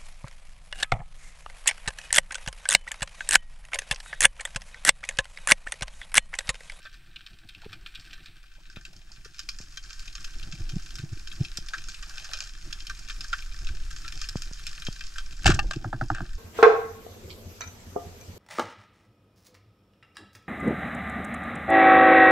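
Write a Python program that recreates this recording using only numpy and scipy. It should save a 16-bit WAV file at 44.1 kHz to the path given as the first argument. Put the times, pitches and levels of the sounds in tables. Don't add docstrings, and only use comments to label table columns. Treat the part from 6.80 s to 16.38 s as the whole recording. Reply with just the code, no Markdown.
import sys
import numpy as np
from scipy import signal
from scipy.fft import rfft, irfft, next_fast_len
from scipy.io import wavfile
from scipy.ndimage import map_coordinates

SR = 44100
rng = np.random.default_rng(int(sys.argv[2]) if len(sys.argv) > 2 else 0)


def transcribe(u):
    v = np.clip(np.atleast_2d(u).T, -1, 1)
    q = np.round(v * 32767).astype(np.int16)
    wavfile.write(sys.argv[1], SR, q)


N = 422478

# start_s, level_db
FAR_CRACKLE = [(0.0, -60.5), (0.64, -61.5), (1.25, -55), (1.71, -63), (3.33, -52), (3.81, -54),
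               (5.41, -49.5), (5.68, -51.5), (8.06, -49.5), (8.73, -52.5), (8.94, -57.5), (9.58, -56.5)]
# start_s, level_db, body_db, treble_db
NEAR_SNAPS = [(0.0528, -47, 9, -9), (0.3604, -37, -9, -13), (0.464, -40.5, -6.5, -6.5),
              (0.6896, -41, -10, -5), (0.7474, -43.5, -12, -12), (0.9293, -36, -2.5, -9),
              (1.0622, -36.5, -8, -11), (1.15, -40, -13, -5), (1.156, -37.5, -9, -8),
              (1.3313, -39.5, -3.5, -1.5), (1.4597, -42.5, -5, -5), (1.96, -43.5, 3, -9),
              (2.0516, -41, -5, -4.5), (2.4474, -46, 4, 0.5), (2.593, -33.5, -5, -1),
              (2.6894, -27.5, -4.5, -1), (2.9726, -35, -3, -3.5), (3.2778, -37, -12, -11),
              (3.3523, -38.5, -4, -3), (3.4442, -35.5, -4, -3.5), (3.6293, -36.5, -10, -10),
              (3.8938, -39.5, -4, -4.5), (4.155, -40, -6, 2.5), (4.1853, -37.5, 2.5, -5),
              (4.4735, -39, -6, -3.5), (4.5155, -36, -6, -16), (4.6496, -30.5, -13, -9),
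              (4.7723, -32.5, -4, 5), (4.886, -34.5, -8, -3.5), (4.9355, -35.5, 13, -7),
              (5.0856, -42.5, 0.5, 5), (5.144, -32, -13.5, -8), (5.2304, -37, 0, -16),
              (5.446, -41, -1, -1.5), (5.5347, -20.5, -3.5, -9), (5.9273, -30, -5, -3),
              (6.0687, -33.5, -13, -2.5), (6.0964, -39, 6, -5), (6.2972, -35, 0, -8),
              (6.4078, -34, -5.5, 0), (6.5297, -26, 9, -14), (6.8701, -32.5, -8.5, -12),
              (7.1071, -40, -1, 0), (7.2798, -34.5, -7, -3), (7.441, -34.5, -5, -7), (7.488, -33, -2, 2),
              (7.8677, -27, -12, -2), (8.068, -29.5, -6.5, -8), (8.208, -35.5, -2.5, -8),
              (8.382, -32.5, 3, -6)]
# freq_hz, level_db_per_hz
CRACKLE_SPECTRUM = [(300, -35), (520, -24.5), (750, -16.5), (980, -27.5), (1180, -3), (1750, 0.5),
                    (2020, -8.5), (2500, -2), (3500, -2.5), (5200, 0.5), (7400, -6.5), (8800, -16.5),
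                    (12500, -19), (15500, -41)]
# freq_hz, level_db_per_hz
FIZZ_SPECTRUM = [(600, -17), (1400, 0.5), (3000, -3), (5300, -4.5), (7500, -4), (9000, -9), (12500, -15),
                 (15500, -30)]
# freq_hz, width_hz, boost_db
HOUSING_RINGS = [(850, 40, 0), (1129, 60, 6.5), (1374, 150, 4), (1552.5, 73, 10.5), (1660, 31, 3.5),
                 (1784, 39, 6.5), (2417, 144, 8), (2638, 62, 6), (3175, 38, 9), (3490, 35, 4.5),
                 (3830, 130, 4), (4490, 170, 5.5), (5255, 630, 7), (6470, 470, 6.5), (7450, 450, 5.5)]
# start_s, hollowness (0-1)
HOLLOWNESS = [(0, 0.98), (1.55, 0.98), (2.0, 0.34), (2.6, 0.06), (9.58, 0)]
# freq_hz, level_db
HOLLOW_COLOUR = [(600, 4), (1100, -1), (2200, 4.5), (3500, 4), (4100, 3), (5300, -10), (5800, -5.5),
                 (6500, -14), (7200, -9), (8700, 1), (10900, -8.5), (14000, 9)]
# start_s, strength_db
FLOW = [(0, -51), (1.0, -48), (1.7, -51), (2.7, -45.5), (3.8, -36.5), (4.6, -41), (5.6, -42), (6.65, -38),
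        (6.9, -31), (7.2, -35.5), (8.55, -38.5), (9.42, -38), (9.58, -30.5)]
# freq_hz, level_db_per_hz
SWELL_SPECTRUM = [(4, -3), (12, 2.5), (28, -1), (45, -11), (70, -21), (140, -36.5), (300, -61), (600, -120)]
# freq_hz, level_db_per_hz
RUB_SPECTRUM = [(40, -5.5), (90, 3), (160, 0), (230, -11.5), (340, -6.5), (480, -29), (750, -16),
                (1100, -38), (3000, -48)]
# middle_s, half_length_s, level_db
GRIPS = [(0.95, 0.35, -60), (2.2, 0.2, -62), (3.8, 0.25, -53), (4.56, 0.1, -55), (5.1, 0.15, -57),
         (5.87, 0.05, -53), (6.98, 0.1, -54), (9.42, 0.04, -47)]
# start_s, length_s, level_db, pitch_hz (middle of the spread)
GURGLES = [(0.81, 0.07, -52, 850), (1.774, 0.04, -53, 780), (2.128, 0.03, -52, 705), (2.2, 0.03, -58, 760),
           (2.298, 0.03, -54, 800), (4.898, 0.068, -50, 750), (5.25, 0.45, -51, 790),
           (6.53, 0.03, -43, 1090), (8.823, 0.048, -43, 694)]
# start_s, level_db
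POPS = [(0.862, -35.5), (1.969, -32.5), (2.802, -36.5), (4.785, -33.5), (7.556, -18), (7.712, -35.5),
        (8.085, -22)]
# middle_s, level_db, pitch_hz
BUMPS = [(0.864, -35.5, 420), (2.461, -46.5, 423), (3.739, -34, 149), (3.81, -28, 90), (3.939, -26, 125),
         (3.967, -20.5, 170), (4.199, -30, 125), (4.24, -24.5, 132), (4.332, -24.5, 105), (4.373, -45, 320),
         (4.613, -14.5, 130), (5.879, -46, 330), (6.906, -28, 55.6), (8.666, -16, 160), (8.678, -8.5, 37.8),
         (8.696, -13.5, 315), (8.705, -13.5, 150), (8.745, -19, 66), (8.86, -22, 31), (8.968, -27.5, 330),
         (8.972, -23.5, 132)]
# start_s, level_db, body_db, treble_db
CLACKS = [(8.643, -31, -1, 1), (8.657, -12.5, -0.5, 4), (8.665, -11, -0.5, 4.5), (8.675, -15.5, -3, 4),
          (8.699, -20.5, 8.5, 3.5), (8.743, -31, -16, 13.5), (8.9092, -23.5, 2, 1.5),
          (8.933, -27, -2.5, 0.5), (9.347, -38, 3.5, 5.5)]
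# start_s, level_db, t60_s, body_db, treble_db
SCRAPES = [(8.678, -21, 0.17, 3, 1), (8.70, -27, 0.15, 7, 1), (9.356, -46, 0.33, 10, -5)]
# freq_hz, level_db_per_hz
RATTLE_SPECTRUM = [(260, -33), (470, -28), (620, -8.5), (830, -11.5), (1000, -21), (1120, -9), (1590, 1),
                   (1820, -9), (2020, -16.5), (2670, -4.5), (2950, -7.5), (4500, -11.5), (7700, -19),
                   (9000, -30.5), (13000, -40.5), (15600, -67)]
# freq_hz, level_db_per_hz
RECOIL_SPECTRUM = [(15, -13), (35, 4.5), (65, 1.5), (140, -3), (220, -20), (350, -15), (470, -36),
                   (1200, -72)]
# pitch_hz, level_db, t60_s (before the stretch in spear)
STEEL_MODES = [(807, 1, 0.035), (1200, -3, 0.047), (1630, -8, 0.07), (1790, -4.5, 0.053), (2720, -1, 0.043),
               (4565, -5.5, 0.028), (5470, -14, 0.026), (8070, -29, 0.04), (10780, -35, 0.039),
               (13390, -34, 0.038)]
# start_s, level_db
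LINE_LOOPS = [(9.044, -26), (9.1283, -21.5), (9.2111, -18.5), (9.3011, -18.5), (9.4046, -30.5)]
# pitch_hz (before detuning), level_db, t60_s, delay_s
GUN_MODES = [(660, -11, 0.045, 0.0014), (790, -1, 0.027, 0), (1270, 0, 0.018, 0.0013),
             (1443, 1, 0.017, 0.00044), (1606, -15, 0.024, 0.014), (117.3, 2.5, 0.093, .007),
             (240.6, -9.5, 0.059, 0.000014), (317, -18, 0.078, 0)]
# freq_hz, correlation (0-1)
STEREO_LIKENESS = [(100, 0.992), (500, 0.85), (1000, 0.82), (2000, 0.93), (4000, 0.7), (8000, 0.82),
                   (13000, 0.25)]
# freq_hz, left_minus_right_db
PORT_TILT = [(200, -0.5), (550, 1), (1200, -3.5), (1600, -0.5), (2400, 6), (3200, 6), (4000, 1.5),
             (5000, -2.5), (6500, -2), (9000, 2.5), (13000, 0)]
# freq_hz, left_lead_rad
PORT_LEAD = [(150, -0.013), (350, -0.25), (750, -0.82), (1500, -0.5), (2240, -1.05), (3400, -1.31),
             (4300, -0.88), (5600, 0.15), (6300, -0.043), (11000, 0.83), (15000, 1.9)]
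# start_s, width (0-1)
STEREO_WIDTH = [(0.0, 0.45), (0.35, 0.005), (1.48, 0.005), (1.68, 1)]

# low_hz, high_hz, t60_s
FAR_SNAP_BANDS = [(0, 2000, .035), (2000, 4300, .02), (4300, 8200, .012), (8200, SR / 2, .012)]
# freq_hz, width_hz, boost_db
RATTLE_RINGS = [(815, 70, 3.6), (1200, 80, 4), (1583, 53, 4), (1800, 70, 5.2), (2650, 98, 4.1),
                (5300, 210, 2.4), (7730, 590, 4.2)]
# freq_hz, level_db_per_hz
SLAP_SPECTRUM = [(300, -17), (500, -18), (750, 6.5), (1000, -3.5), (1300, 2), (1650, 5),
                 (2000, -20.5), (5000, -20.5), (12000, -43)]
# freq_hz, level_db_per_hz
SHUDDER_SPECTRUM = [(40, -8.5), (140, 4.5), (220, -5), (350, -1.5), (460, -35), (1000, -56)]

TOP_HZ, WIDE_ABOVE_HZ = 15800, 8500
RESTLESS_DB = 1.0
HOLLOW_DB = 1.0
SNAP_T60_S, SNAP_REF_DB = 0.05, -35
SMEAR_DOUBLES_DB, BODY_DOUBLES_DB = 16.5, 23
RUB_DB, RUB_GROWS = -60, 0.4
FIRE_S = 8.657
WAKE_RISE_S, WAKE_T60_S, WAKE_DB = 0.04, 0.85, -15.5
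CHURN_T60_S, CHURN_DB = 3.5, -41
BUBBLES_PER_S = 170
BUMP_S, BUMP_CYCLES = 0.003, 0.43
CLACK_T60_S = 0.045


def amp(db):
    return 10 ** (np.asarray(db) / 20)


def unit(x):
    return x / np.sqrt(np.mean(x ** 2) + 1e-20)


def along(points, hz):
    f, v = np.transpose(points)
    return np.interp(np.log(hz + 1), np.log(f + 1), v)


def curves(rows):
    s, *columns = np.transpose(rows)
    return [np.interp(np.arange(N) / SR, s, column) for column in columns]


def wobble(rate):
    knots = rng.standard_normal(int(N * rate / SR) + 4)
    return map_coordinates(knots, [np.arange(N) * rate / SR])


def fade(t, t60):
    return np.exp(-np.log(1000) * t / t60)


def add(track, s, sound):
    part = track[..., max(round(s * SR), 0):][..., :sound.shape[-1]]
    part += sound[..., :part.shape[-1]]


def filtered(x, response):
    n = x.shape[-1]
    m = 2 * next_fast_len(n // 2 + 2048)
    return irfft(rfft(x, m) * response(np.fft.rfftfreq(m, 1 / SR)), m)[..., :n]


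def colour(x, spectrum, peaks=()):
    def response(hz):
        level = along(spectrum, hz)
        level = level + sum(db / (1 + (2 * (hz - f) / width) ** 2) for f, width, db in peaks)
        cepstrum = irfft(np.log(unit(amp(level)) + 1e-6))
        half = len(cepstrum) // 2
        return np.exp(rfft(np.r_[cepstrum[0], 2 * cepstrum[1:half], np.zeros(half)]))
    return filtered(x, response)


def tinted(x, body_db, treble_db):
    shelves = [(1700, body_db), (2600, 0), (3600, 0), (5500, treble_db)]
    return filtered(x, lambda hz: amp(along(shelves, hz)))


def scatter(t, t60, tail_db, tail_t60):
    return (1 - np.exp(-t / 0.001)) * np.hypot(fade(t, t60), amp(tail_db) * fade(t, tail_t60))


def rough(t, depth_db, rate=650):
    clumps = map_coordinates(rng.standard_normal(int(t[-1] * rate) + 4), [t * rate])
    return unit(amp(depth_db * np.tanh(clumps / 2) * 2)) * rng.standard_normal((2, len(t)))


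def far_snaps(uneven_db=5.0):
    t = np.arange(SR // 6) / SR
    when, size = rng.random((2, 2400))
    heard = np.arange(len(when)) < 150 * N / SR
    power = heard * (size + .025) ** -1.2
    out = np.zeros((2, N))
    for lo, hi, t60 in FAR_SNAP_BANDS:
        share_db = uneven_db * np.clip(rng.standard_normal(len(when)), -2, 1.5)
        strikes = np.bincount((when * N).astype(int), power * amp(share_db) ** 2, N)
        echo = (1 - np.exp(-t / 0.00049)) * scatter(t, t60, tail_db=-20.0, tail_t60=0.21)
        swarm_power = signal.fftconvolve(strikes, echo ** 2)[:N]
        swarm = unit(np.sqrt(np.abs(swarm_power)))
        band = filtered(rng.standard_normal((2, N)), lambda hz: (hz > lo) & (hz < hi))
        out += np.hypot(amp(-10.5), swarm) * band
    return out


def near_snaps(click_top_db=6):
    out, t = np.zeros((2, N)), np.arange(SR // 6) / SR
    ripple_hz = np.geomspace(1000, 16000, 44)
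    margin = SR // 200
    for s, db, body_db, treble_db in NEAR_SNAPS:
        doublings = (SNAP_REF_DB - db) / SMEAR_DOUBLES_DB + body_db / BODY_DOUBLES_DB
        t60 = SNAP_T60_S * 2 ** doublings
        echoes = scatter(t, t60, tail_db=-16, tail_t60=0.16) * rough(t, depth_db=3.5)
        click = amp(2) * fade(t, 0.0054) * rng.standard_normal((2, len(t)))
        click = filtered(click, lambda hz: amp(along([(7000, 0), (12000, click_top_db)], hz)))
        ripple = np.c_[ripple_hz, 3 * rng.standard_normal(len(ripple_hz))]
        burst = tinted(np.pad(click + echoes, ((0, 0), (margin, 0))), body_db, treble_db)
        add(out, s - margin / SR, amp(db) * filtered(burst, lambda hz: amp(along(ripple, hz))))
    return amp(5) * out


def shrimp():
    far_db = curves(FAR_CRACKLE)[0] + RESTLESS_DB * wobble(12)
    hollowness = np.clip(curves(HOLLOWNESS)[0], 0, 1)
    snaps = amp(far_db + 2.5) * far_snaps() + near_snaps()
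    crackle = colour(snaps, CRACKLE_SPECTRUM, HOUSING_RINGS)
    fizz = amp(far_db - 6) * colour(rng.standard_normal((2, N)), FIZZ_SPECTRUM)
    reef = crackle + fizz
    hollow = filtered(reef, lambda hz: amp(HOLLOW_DB + along(HOLLOW_COLOUR, hz)))
    reef = (1 - hollowness) * reef + hollowness * hollow
    return reef + amp(-75) * rng.standard_normal((2, N))


def swells(flow_db, since, stirred):
    wake = amp(WAKE_DB) * stirred * fade(since, WAKE_T60_S)
    size = np.hypot(amp(flow_db + 2.0), wake)
    return size * unit(colour(rng.standard_normal((2, N)), SWELL_SPECTRUM))


def rubbing(flow_db, since, stirred):
    t = np.arange(N) / SR
    rubs = [amp(RUB_DB + RUB_GROWS * (flow_db - flow_db.mean()))]
    rubs += [amp(CHURN_DB) * stirred * fade(since, CHURN_T60_S)]
    rubs += [amp(db) * np.exp(-.5 * ((t - s) / length) ** 2) for s, length, db in GRIPS]
    lumps = amp(4.5 * wobble(35))
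    noise = unit(colour(lumps * rng.standard_normal((2, N)), RUB_SPECTRUM))
    return np.linalg.norm(rubs, axis=0) * noise


def surge():
    flow_db, = curves(FLOW)
    since = np.maximum(np.arange(N) / SR - FIRE_S, 0)
    stirred = 1 - np.exp(-since / WAKE_RISE_S)
    return swells(flow_db, since, stirred) + rubbing(flow_db, since, stirred)


def gurgles(spread=0.15, uneven_db=5.2, life_cycles=13):
    out, t = np.zeros(N), np.arange(SR // 12) / SR
    for s, length, db, hz in GURGLES:
        count = length * BUBBLES_PER_S
        chance = rng.standard_normal((256, 3))
        for turn, (pitch, size, shift) in enumerate(chance[:int(count)]):
            swell = np.sqrt(np.sin(np.pi * (turn + .5) / count))
            cycles = hz * np.exp(spread * pitch) * t * (1 + 2.3 * t)
            bubble = np.sin(2 * np.pi * cycles) * (1 - np.exp(-cycles)) * fade(cycles, life_cycles)
            level = amp(db + uneven_db * size + 3) * swell
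            add(out, s + (turn + .5 * shift) / BUBBLES_PER_S, level * bubble)
    return out


def big_bubble(start_s=7.243, level_db=-39, hz=1350, attack_s=0.006, t60=0.15, waver=0.1):
    out, t = np.zeros(N), np.arange(SR // 5) / SR
    cycles = hz * t + waver * wobble(250)[:len(t)]
    envelope = (1 - np.exp(-t / attack_s)) * fade(t, t60)
    add(out, start_s, amp(level_db + 5) * np.sin(2 * np.pi * cycles) * envelope)
    return out


def bumps(overtone_hz=320, overtone_db=-18, waver=0.04):
    t = np.arange(-SR // 10, SR // 10) / SR
    out, scuff = np.zeros((2, N))

    def swing(hz):
        drift = map_coordinates(rng.standard_normal(128), [(t - t[0]) * hz])
        length = BUMP_S + BUMP_CYCLES / hz
        return np.sin(2 * np.pi * (hz * t + waver * drift)) / np.cosh(1.74 * t / length)
    for s, db, hz in BUMPS:
        add(out, s + t[0], amp(db) * (swing(hz) + amp(overtone_db) * swing(overtone_hz)))
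        add(scuff, s + t[0], amp(db - 27) / np.cosh(t / 0.018) * rng.standard_normal(len(t)))
    return out + colour(scuff, RUB_SPECTRUM)


def bubble_pops(start_hz=2300, end_hz=115, glide_s=0.00056):
    out, t = np.zeros(N), np.arange(SR // 20) / SR
    cycles = end_hz * t + (start_hz - end_hz) * glide_s * (1 - np.exp(-t / glide_s))
    pop = np.sin(2 * np.pi * cycles) * (1 - np.exp(-t / 0.0021)) * np.exp(-(t / 0.0056) ** 2)
    for s, db in POPS:
        add(out, s, amp(db + 4.5) * pop)
    return out


def line():
    t = np.arange(SR // 5) / SR
    tocks, slaps, shudder = np.zeros((3, N))
    for s, db in LINE_LOOPS:
        slap = scatter(t, t60=0.015, tail_db=-13.5, tail_t60=0.1) * rng.standard_normal(len(t))
        add(slaps, s, amp(db - 1.5) * slap)
        shake = (1 - np.exp(-t / 0.0034)) * fade(t, 0.1) * rng.standard_normal(len(t))
        add(shudder, s + 0.0086, amp(0.34 * db - 20.5) * shake)
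        for hz, level_db, t60, delay in GUN_MODES:
            detune, size, phase = rng.standard_normal(3)
            pitch = hz * (1 + .03 * detune)
            attack = 1 - np.exp(-(t * hz / 1.17) ** 2)
            mode = np.sin(2 * np.pi * (pitch * t + phase)) * fade(t, t60) * attack
            add(tocks, s + delay, amp(db + level_db + 2.5 + 1.7 * size) * mode)
    return tocks + colour(slaps, SLAP_SPECTRUM) + colour(shudder, SHUDDER_SPECTRUM)


def spear(hit_s=8.7905):
    out, t = np.zeros((2, N)), np.arange(SR // 5) / SR
    ring = 0
    for hz, db, t60 in STEEL_MODES:
        ring = ring + amp(db) * np.sin(2 * np.pi * (hz * t + rng.random())) * fade(t, 1.28 * t60)
    add(out, hit_s, amp(-21) * fade(t, 0.045) * rough(t, depth_db=7, rate=400))
    out = colour(out, RATTLE_SPECTRUM)
    add(out[0], hit_s, amp(-20) * (1 - np.exp(-t / 0.00078)) * ring)
    return out


def gear_rattle(t):
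    rattle = np.zeros((2, N))
    for s, db, body_db, treble_db in CLACKS:
        envelope = scatter(t, CLACK_T60_S, tail_db=-24.5, tail_t60=0.29)
        clack = envelope * rough(t, depth_db=4.0, rate=388)
        add(rattle, s, amp(db) * tinted(clack, body_db, treble_db))
    for s, db, t60, body_db, treble_db in SCRAPES:
        scrape = fade(t, t60) * rough(t, depth_db=6.5, rate=260)
        add(rattle, s, amp(db) * tinted(scrape, body_db, treble_db))
    return colour(rattle, RATTLE_SPECTRUM, RATTLE_RINGS)


def band_release(t):
    push, knock = np.zeros((2, 2, N))
    push_envelope = (1 - np.exp(-t / 0.0024)) * fade(t, 0.3)
    add(push, FIRE_S, amp(-11) * push_envelope * rng.standard_normal((2, len(t))))
    knock_envelope = (1 - np.exp(-t / 0.001)) * fade(t, 0.027)
    add(knock[0], FIRE_S + 0.0012, amp(-5.5) * np.sin(2 * np.pi * 770 * t) * knock_envelope)
    return colour(push, RECOIL_SPECTRUM) + knock


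def shot():
    t = np.arange(SR // 2) / SR
    return gear_rattle(t) + band_release(t)


def ports(pair):
    def mixing(hz):
        turn = np.arccos(np.clip(along(STEREO_LIKENESS, hz), 0, 1)) / 2
        return np.array([np.cos(turn), np.sin(turn)])
    mid, side = filtered(pair, mixing)
    sign = np.array([[.5], [-.5]])

    def tilt(hz):
        return amp(sign * along(PORT_TILT, hz)) * np.exp(1j * sign * along(PORT_LEAD, hz))
    return filtered(np.array([mid + side, mid - side]), tilt)


def scene():
    water = shrimp() + surge() + shot() + spear()
    water[0] += line() + gurgles() + big_bubble() + bumps() + bubble_pops()
    left, right = ports(water)
    mid, side = (left + right) / 2, (left - right) / 2
    top = filtered(side, lambda hz: 1 - 1 / (1 + (hz / WIDE_ABOVE_HZ) ** 10))
    side = top + np.clip(curves(STEREO_WIDTH)[0], 0, 1) * (side - top)
    return np.array([mid + side, mid - side])


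def record(dry):
    limited = dry / (1 + np.abs(dry) ** 6) ** (1 / 6)
    return filtered(limited, lambda hz: hz < TOP_HZ)


dry = scene()
out = record(dry)
transcribe(out)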